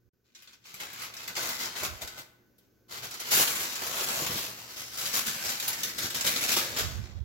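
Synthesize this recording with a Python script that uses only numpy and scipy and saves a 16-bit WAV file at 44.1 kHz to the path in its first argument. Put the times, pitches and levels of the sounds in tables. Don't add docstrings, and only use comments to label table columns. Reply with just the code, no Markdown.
import sys
import numpy as np
from scipy import signal
from scipy.fft import rfft, irfft, next_fast_len
from scipy.io import wavfile
from scipy.ndimage import uniform_filter1d, map_coordinates

SR = 44100
rng = np.random.default_rng(int(sys.argv[2]) if len(sys.argv) > 2 else 0)


def log_audio(samples):
    frames = np.atleast_2d(samples).T
    limited = np.clip(frames, -1, 1)
    pcm = np.round(limited * 32767).astype(np.int16)
    wavfile.write(sys.argv[1], SR, pcm)


N = 319284

# (time [s], relative level [dB], sharp part against middle part [dB])
FOLD_SNAPS = [(.349, -48.5, -9), (.422, -52, 0), (.474, -49, -19), (.53, -53, -6), (.64, -58, -14),
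              (.741, -41.5, 2), (0.8, -39.5, -7), (.93, -45.5, 5), (1.019, -38, 0.5), (1.138, -44.5, 3),
              (1.167, -41.5, -2), (1.233, -45, -1), (1.277, -34, -0.5), (1.352, -31.5, -12),
              (1.365, -29, -7), (1.488, -40, 9), (1.832, -35, 5), (2.018, -37.5, 2), (2.075, -38, -2),
              (2.189, -51, 5), (2.582, -64.5, 9), (2.972, -40.5, -8), (3.109, -39, 0), (3.141, -41, 2),
              (3.2, -37, 4), (3.474, -27, -1), (3.555, -34, -2), (3.754, -31, -6), (3.867, -34.5, 2),
              (4.037, -31.5, 2), (4.264, -30, 0), (5.056, -28.5, -8), (5.38, -49, -24), (5.491, -32, -1),
              (5.599, -32, 4.5), (5.624, -34.5, -2), (5.679, -27, 5.5), (5.73, -33.5, 1), (5.833, -27, 3.5),
              (5.983, -31.5, -1), (6.025, -29, -9), (6.102, -33.5, 0.5), (6.146, -32, 1),
              (6.209, -26.5, -4), (6.265, -23, -16), (6.361, -27.5, -12), (6.409, -33, -2),
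              (6.518, -25.5, 1), (6.565, -26, -3), (6.787, -33, 4)]
# (frequency [Hz], left-right correlation [-1..1])
PORT_LIKENESS = [(100, 0.98), (300, 1), (550, 0.71), (1000, -0.19), (2000, -0.057), (16000, 0.044)]
# (frequency [Hz], width [Hz], gain [dB])
PAN_MODES = [(1507, 27, 14), (2048, 82, 9)]


def amp(db):
    return 10 ** (np.asarray(db) / 20)


def unit(x):
    return x / np.sqrt(np.mean(x ** 2) + 1e-20)


def along(points, hz):
    freqs, values = np.transpose(points)
    return np.interp(np.log(hz + 1), np.log(freqs + 1), values)


def curve(rows, column=1):
    rows = np.vstack(rows)
    return np.interp(np.arange(N) / SR, rows[:, 0], rows[:, column])


def wobble(rate):
    return map_coordinates(rng.standard_normal(int(N * rate / SR) + 4), [np.arange(N) * rate / SR])


def swells(rows, attack_s, release_s):
    t = np.arange(N) / SR
    power = np.zeros(N)
    for s, length, db in rows:
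        since = t[round(s * SR):][:SR] - s
        shape = np.clip(since / attack_s, 0, 1) * np.exp(-np.maximum(since - length, 0) / release_s)
        power[round(s * SR):][:len(since)] += (amp(db) * shape) ** 2
    return np.sqrt(power)


def filtered(x, response):
    n = x.shape[-1]
    size = next_fast_len(n + 4096)
    return irfft(rfft(x, size) * response(np.fft.rfftfreq(size, 1 / SR)), size)[..., :n]


def causal(gain):
    cepstrum = irfft(np.log(np.maximum(gain, 1e-6)))
    half = cepstrum.shape[-1] // 2
    cepstrum[..., 1:half] *= 2
    cepstrum[..., half + 1:] = 0
    return np.exp(rfft(cepstrum))


def resonances(x, modes):
    return filtered(x, lambda hz: sum(amp(db) * 1j * hz * width / (f0 ** 2 - hz ** 2 + 1j * hz * width)
                                      for f0, width, db in modes))


def room_tone(level_db=-68):
    # (frequency [Hz], relative density [dB])
    air_spectrum = [(40, -17), (80, -7), (130, -14), (190, -6.5), (380, -9.5), (520, -14), (800, -26),
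                    (1500, -25.5), (3300, -32.5), (6200, -28), (8500, -40), (12000, -29), (15500, -23)]
    noise = rng.standard_normal((2, N)) + 1.07 * rng.standard_normal(N)
    air = filtered(noise, lambda hz: amp(along(air_spectrum, hz)))
    return amp(level_db) * unit(air + 0.74 * resonances(air, PAN_MODES[:1]))


def appliance_hum(gain_db=-2, motor_hz=67.0, motor_db=-79, waver_db=3.4):
    # (frequency [Hz], relative level [dB])
    upper_tones = [(118.4, -70.5), (177.6, -84.5), (242.2, -84), (355.3, -78)]
    # (time [s], gain [dB])
    hum_swell = [(0, 0), (.6, -4.5), (.95, 3), (2.3, -1.5), (2.8, -5), (2.9, 8.5), (3.2, 0), (4.7, 5),
                 (5.4, 7.5), (7.2, 1.5)]
    t = np.arange(N) / SR
    hum = np.zeros(N)
    for hz, db in [(motor_hz, motor_db)] + upper_tones:
        peak = np.sqrt(2) * amp(db + gain_db + waver_db * wobble(16))
        hum += peak * np.sin(2 * np.pi * hz * t + 0.15 * wobble(4.1))
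    return hum * amp(curve(hum_swell))


def draught(left_db=-17.0, right_db=0.0, lumpy_db=3.5):
    # (frequency [Hz], relative density [dB])
    buffet_spectrum = [(25, -31), (45, -4.5), (70, 5), (110, -1), (200, -16), (400, -39), (1000, -79.5)]
    # (time [s], length [s], relative level [dB])
    gusts = [(.01, .07, -58), (1.8, 0.14, -47), (2.01, 0.027, -47), (3.3, .16, -58), (4.25, 0.079, -58),
             (6.02, 0.041, -57), (6.665, 0.085, -43.5), (6.8, .21, -33), (7.06, 0.24, -43)]
    rumble = filtered(rng.standard_normal((2, N)), lambda hz: amp(along(buffet_spectrum, hz)))
    rumble = unit(rumble * amp(lumpy_db * wobble(18)))
    return rumble * swells(gusts, attack_s=0.042, release_s=0.038) * amp([[left_db], [right_db]])


def kitchen_reverb(x):
    # (frequency [Hz], time to fall 60 dB [s])
    decay_times = [(150, 0.77), (1500, 0.75), (5500, 0.41), (14000, 0.52)]
    hz, t, bands = signal.stft(rng.standard_normal((2, SR * 3 // 4)), SR, nperseg=256)
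    alike = np.clip(along(PORT_LIKENESS, hz), -1, 1)[:, None]
    bands[1] = alike * bands[0] + np.sqrt(1 - alike ** 2) * bands[1]
    decay = amp(-60 * t / along(decay_times, hz)[:, None])
    tail = signal.istft(bands * decay, SR, nperseg=256)[1]
    tail = np.pad(tail / np.linalg.norm(tail[0]), ((0, 0), (220, 0)))
    return signal.fftconvolve(x, tail, axes=1)[:, :N]


def with_close_reflection(foil):
    # (time [s], extra path [m], strength [0..1])
    bounce = [(0, 0.17, 0.1), (1.3, .39, 0.16), (5.6, 0.2, 0), (5.85, 0.18, 0.5), (6.0, 0.19, 0.64),
              (6.14, 0.2, .35), (6.2, 0.19, 0.26)]
    now = np.arange(N)
    earlier = now - curve(bounce, 1) * SR / 343
    softened = filtered(foil, lambda hz: 1 / (1 + (hz / 2200) ** 2))
    return foil + curve(bounce, 2) * np.array([np.interp(earlier, now, side) for side in softened])


def pan_ring(foil):
    # (frequency [Hz], width [Hz], gain [dB])
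    rim_modes = [(1350, 1000, 12.5), (2330, 430, 13.5), (3090, 150, 2)]
    # (time [s], share [0..1])
    rim_contact = [(.85, 0.13), (1.1, 0.23), (1.35, 0.07)]
    # (time [s], share [0..1])
    pan_contact = [(1.7, 0.41), (2.1, 0.82), (3.0, 0.18), (3.8, 0.12)]
    rim = resonances(foil * curve(rim_contact), rim_modes)
    return rim + resonances(foil * curve(pan_contact), PAN_MODES)


def panel_flaps(t60=0.07, rise_s=0.0077, spread=0.446, count=9):
    # (time [s], relative peak [dB], centre pitch [Hz])
    flaps = [(1.37, -24.5, 747), (1.825, -26, 682), (1.897, -46, 55), (2.032, -43, 65), (3.394, -19, 524),
             (3.559, -36, 199), (3.818, -29, 460), (4.013, -26, 698), (4.159, -40, 395.3),
             (4.219, -26.5, 259), (4.295, -26, 188), (4.345, -28, 280), (4.389, -48, 714),
             (5.457, -37, 115), (6.039, -28, 149), (6.563, -17, 671)]
    out, t = np.zeros(N + SR), np.arange(SR // 4) / SR
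    envelope = amp(-60 * t / t60) * (1 - np.exp(-t / rise_s))
    for s, db, hz in flaps:
        modes_hz = hz * np.exp(spread * (np.linspace(-1.5, 1.5, count) + 0.13 * rng.standard_normal(count)))
        ring = rng.choice([-1, 1], count) @ np.sin(2 * np.pi * np.outer(modes_hz, t)) * envelope
        out[round(s * SR):][:len(t)] += amp(db - 7.0) * ring / np.abs(ring).max()
    return out[:N]


def patch_ring(t60, click, colour_db):
    t = np.arange(2048) / SR
    ring = rng.standard_normal((2, len(t))) * amp(-60 * t / t60)
    ring /= np.linalg.norm(ring[0])
    left_lag = rng.integers(3, 22)
    ring[0, left_lag] += click
    ring[1, 0] += click
    heights = rng.standard_normal(22) * np.linspace(1, .5, 22)
    bumps = np.transpose([np.geomspace(200, 16000, 22), heights])
    ring = filtered(ring, lambda hz: causal(amp(colour_db * along(bumps, hz))))
    return ring / np.sqrt(np.sum(ring ** 2) / 2)


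def sheet_bands(clicks, low_hz, high_hz):
    # (frequency [Hz], gain [dB])
    foil_spectrum = [(40, -20.5), (70, -12.5), (115, -6), (200, -6), (340, -5.5), (520, -3.5), (800, -3),
                     (1300, -2.5), (2100, -3.5), (3000, -1.5), (4500, 0.5), (6800, -0.5)]

    def mid_side(hz):
        angle = np.arccos(np.clip(along(PORT_LIKENESS, hz), -1, 1)) / 2
        colour = causal(amp(along(foil_spectrum, np.minimum(hz, 6800))))
        return colour * [np.cos(angle), np.sin(angle)]

    mid, side = filtered(clicks, mid_side)
    pair = np.array([mid + side, mid - side])
    dull = filtered(pair, lambda hz: 1 / (1 + (hz / low_hz) ** 4))
    sharp = filtered(pair, lambda hz: 1 - 1 / (1 + (hz / high_hz) ** 8))
    return dull, pair - dull - sharp, sharp


def fold_snaps(mean_delay_s=.003, follower_size=0.75, followers=7, dull_db=-10):
    out = np.zeros((2, N + SR))
    for s, db, sharp_db in FOLD_SNAPS:
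        clicks = np.zeros(SR // 10)
        delays = np.minimum(rng.exponential(mean_delay_s, followers) * SR, len(clicks) // 2).astype(int)
        clicks[delays] = follower_size * rng.choice([-1, 1], followers)
        clicks[0] = 1
        ring = patch_ring(t60=0.095, click=0.34, colour_db=4.5)
        burst = signal.fftconvolve(clicks[None] / np.linalg.norm(clicks), ring, axes=1)
        dull, middle, sharp = sheet_bands(burst, low_hz=1930, high_hz=8100)
        snap = middle + amp(dull_db) * dull + amp(sharp_db) * sharp
        out[:, round(s * SR):][:, :snap.shape[1]] += amp(db + 31) * snap
    return out[:, :N]


def taut_dip(hold_s=0.018, depth=0.25):
    t = np.arange(N) / SR
    snap_times = np.array([s for s, *_ in FOLD_SNAPS] + [np.inf])
    wait = snap_times[np.searchsorted(snap_times, t)] - t
    return 1 - depth * uniform_filter1d(np.exp(-(wait / hold_s) ** 2), size=200)


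def handling(jerk_db=1.5, jerk_rate=34, sharpen=0.26):
    # (time [s], crackle level [dB], relative flexing of the sheet [dB], relative sharpness [dB])
    pulls = [
        [(.62, -69, -23, -12), (.83, -47.5, -8.5, -8), (1.06, -47.5, -16, -7.5), (1.125, -54.5, -8, -11),
         (1.19, -46.5, -11, -7), (1.34, -49, -7.5, -11.5), (1.54, -39, -11, -5.5), (1.73, -43.5, -11, -9),
         (1.94, -52.5, -7, -9), (2.16, -51.5, -3.5, -8.5), (2.28, -75, -9, -9)],
        [(2.89, -51, -9, -5.5), (3.25, -39.5, -13, -8), (3.35, -32.5, -12.5, -1.5), (3.73, -37.5, -13, -3.5),
         (3.9, -40, -6, -3.5), (4.02, -34, -8, -3.5), (4.33, -34.5, -6, -2), (4.46, -37.5, -12, -3.5),
         (4.55, -45, -11.5, -6.5), (4.9, -45.5, -13.5, -5), (5.1, -40, -13.5, -2.5), (5.62, -36.5, -11.5, -4.5),
         (5.95, -43, -11, -6.5), (6.13, -41.5, -10, -8), (6.32, -33, -13, -3.5), (6.61, -36, -11.5, -6),
         (6.91, -41.5, -9.5, -10), (7.24, -69, 4.5, -23.5)],
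    ]
    # (time [s], length [s], crackle level [dB])
    squeezes = [(.24, 0.14, -75), (.35, 0.19, -58.5), (.645, 0.22, -51.5), (.79, 0.046, -42),
                (.985, 0.072, -42.5), (1.272, 0.037, -43.5), (1.359, 0.15, -34.5), (1.585, 0.078, -36),
                (1.75, 0.099, -37), (1.83, 0.028, -34.5), (2.003, 0.036, -41), (2.168, 0.027, -43.5),
                (2.58, 0.071, -76), (2.903, .075, -43.5), (3.02, 0.031, -40), (3.305, .12, -25.5),
                (3.59, 0.043, -35), (3.805, 0.059, -39), (3.918, 0.044, -41), (4.758, 0.05, -42.5),
                (4.968, 0.11, -36.5), (5.128, 0.063, -30), (5.255, 0.038, -33), (5.44, 0.057, -35),
                (5.667, 0.039, -39), (5.772, .13, -40), (5.975, 0.094, -35), (6.138, 0.033, -33.5),
                (6.238, 0.046, -27.5), (6.345, 0.052, -36), (6.476, 0.068, -28), (6.555, 0.039, -28.5),
                (6.757, 0.048, -29.5)]
    t = np.arange(N) / SR
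    pull_db, flex_db, sharp_db = (curve(pulls, column) for column in (1, 2, 3))
    pulling = sum(1.0 * (t >= rows[0][0]) * (t <= rows[-1][0]) for rows in pulls)
    pull = amp(pull_db + jerk_db * wobble(jerk_rate)) * uniform_filter1d(pulling, size=900)
    squeeze = swells(squeezes, attack_s=0.014, release_s=0.028)
    level_db = 20 * np.log10(np.hypot(pull, squeeze) * taut_dip() + 1e-6)
    return level_db, flex_db, sharp_db + sharpen * np.maximum(level_db - pull_db, 0)


def crinkle(base_rate=1050, growth=.25, size_db=2.0, rub=0.57, wander=3, patches=170):
    level_db, flex_db, sharp_db = handling()
    creases_per_s = base_rate * amp(growth * (level_db + 40))
    onsets = np.flatnonzero(rng.random(N) < creases_per_s / SR)
    sizes = amp(size_db * np.minimum(rng.standard_normal(N), 2.2)) * rng.choice([-1, 1], N)
    patch_of = np.round(np.arange(N) * patches / N + wander * (rng.random(N) - .5))[onsets]
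    crackle = np.zeros((2, N + SR))
    for patch in range(patches):
        ring = patch_ring(t60=0.031, click=0.35, colour_db=3.5)
        hits = onsets[patch_of == patch]
        if len(hits):
            clicks = np.bincount(hits - hits[0], sizes[hits])
            rung = signal.fftconvolve(clicks[None], ring, axes=1)
            crackle[:, hits[0]:][:, :rung.shape[1]] += rung
    power = np.abs(uniform_filter1d(np.mean(crackle[:, :N] ** 2, 0), size=700))
    crackle = crackle[:, :N] / np.sqrt(power + 1e-5)
    hiss = rub * rng.standard_normal((2, N))
    dull, middle, sharp = sheet_bands(crackle + hiss, low_hz=1050, high_hz=7220)
    sheet = amp(-1.5) * unit(middle) + amp(flex_db - 1.5) * unit(dull) + amp(sharp_db + 5.5) * unit(sharp)
    return amp(level_db) * sheet


def scene():
    # (frequency [Hz], left minus right [dB])
    balance = [(60, -4.5), (120, 0.5), (240, 0), (480, -2.5), (950, -1), (1890, 1), (3770, 1.5),
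               (7520, 2.5), (15000, 0)]
    # (time [s], gain [dB])
    background_gain = [(.09, -5.5), (.1, -43), (.125, -40), (.135, -8.5), (.35, -5), (.9, 1.5)]
    foil = with_close_reflection(crinkle() + fold_snaps())
    foil = foil + pan_ring(foil) + panel_flaps()
    foil = foil + amp(-10.0) * kitchen_reverb(foil)
    foil = filtered(foil, lambda hz: amp(np.outer([.5, -.5], along(balance, hz))))
    background = draught() + appliance_hum() + room_tone()
    return foil + background * amp(curve(background_gain))


def record(dry):
    # (frequency [Hz], gain [dB])
    port_response = [(7400, 0), (8000, -4), (8600, -10.5), (9600, -7), (11500, -1.5), (15800, -4.5)]
    top_hz = 16000
    coloured = filtered(dry, lambda hz: causal(amp(along(port_response, hz))))
    return filtered(coloured, lambda hz: 1 / (1 + (hz / top_hz) ** 240))


dry = scene()
out = record(dry)
log_audio(out)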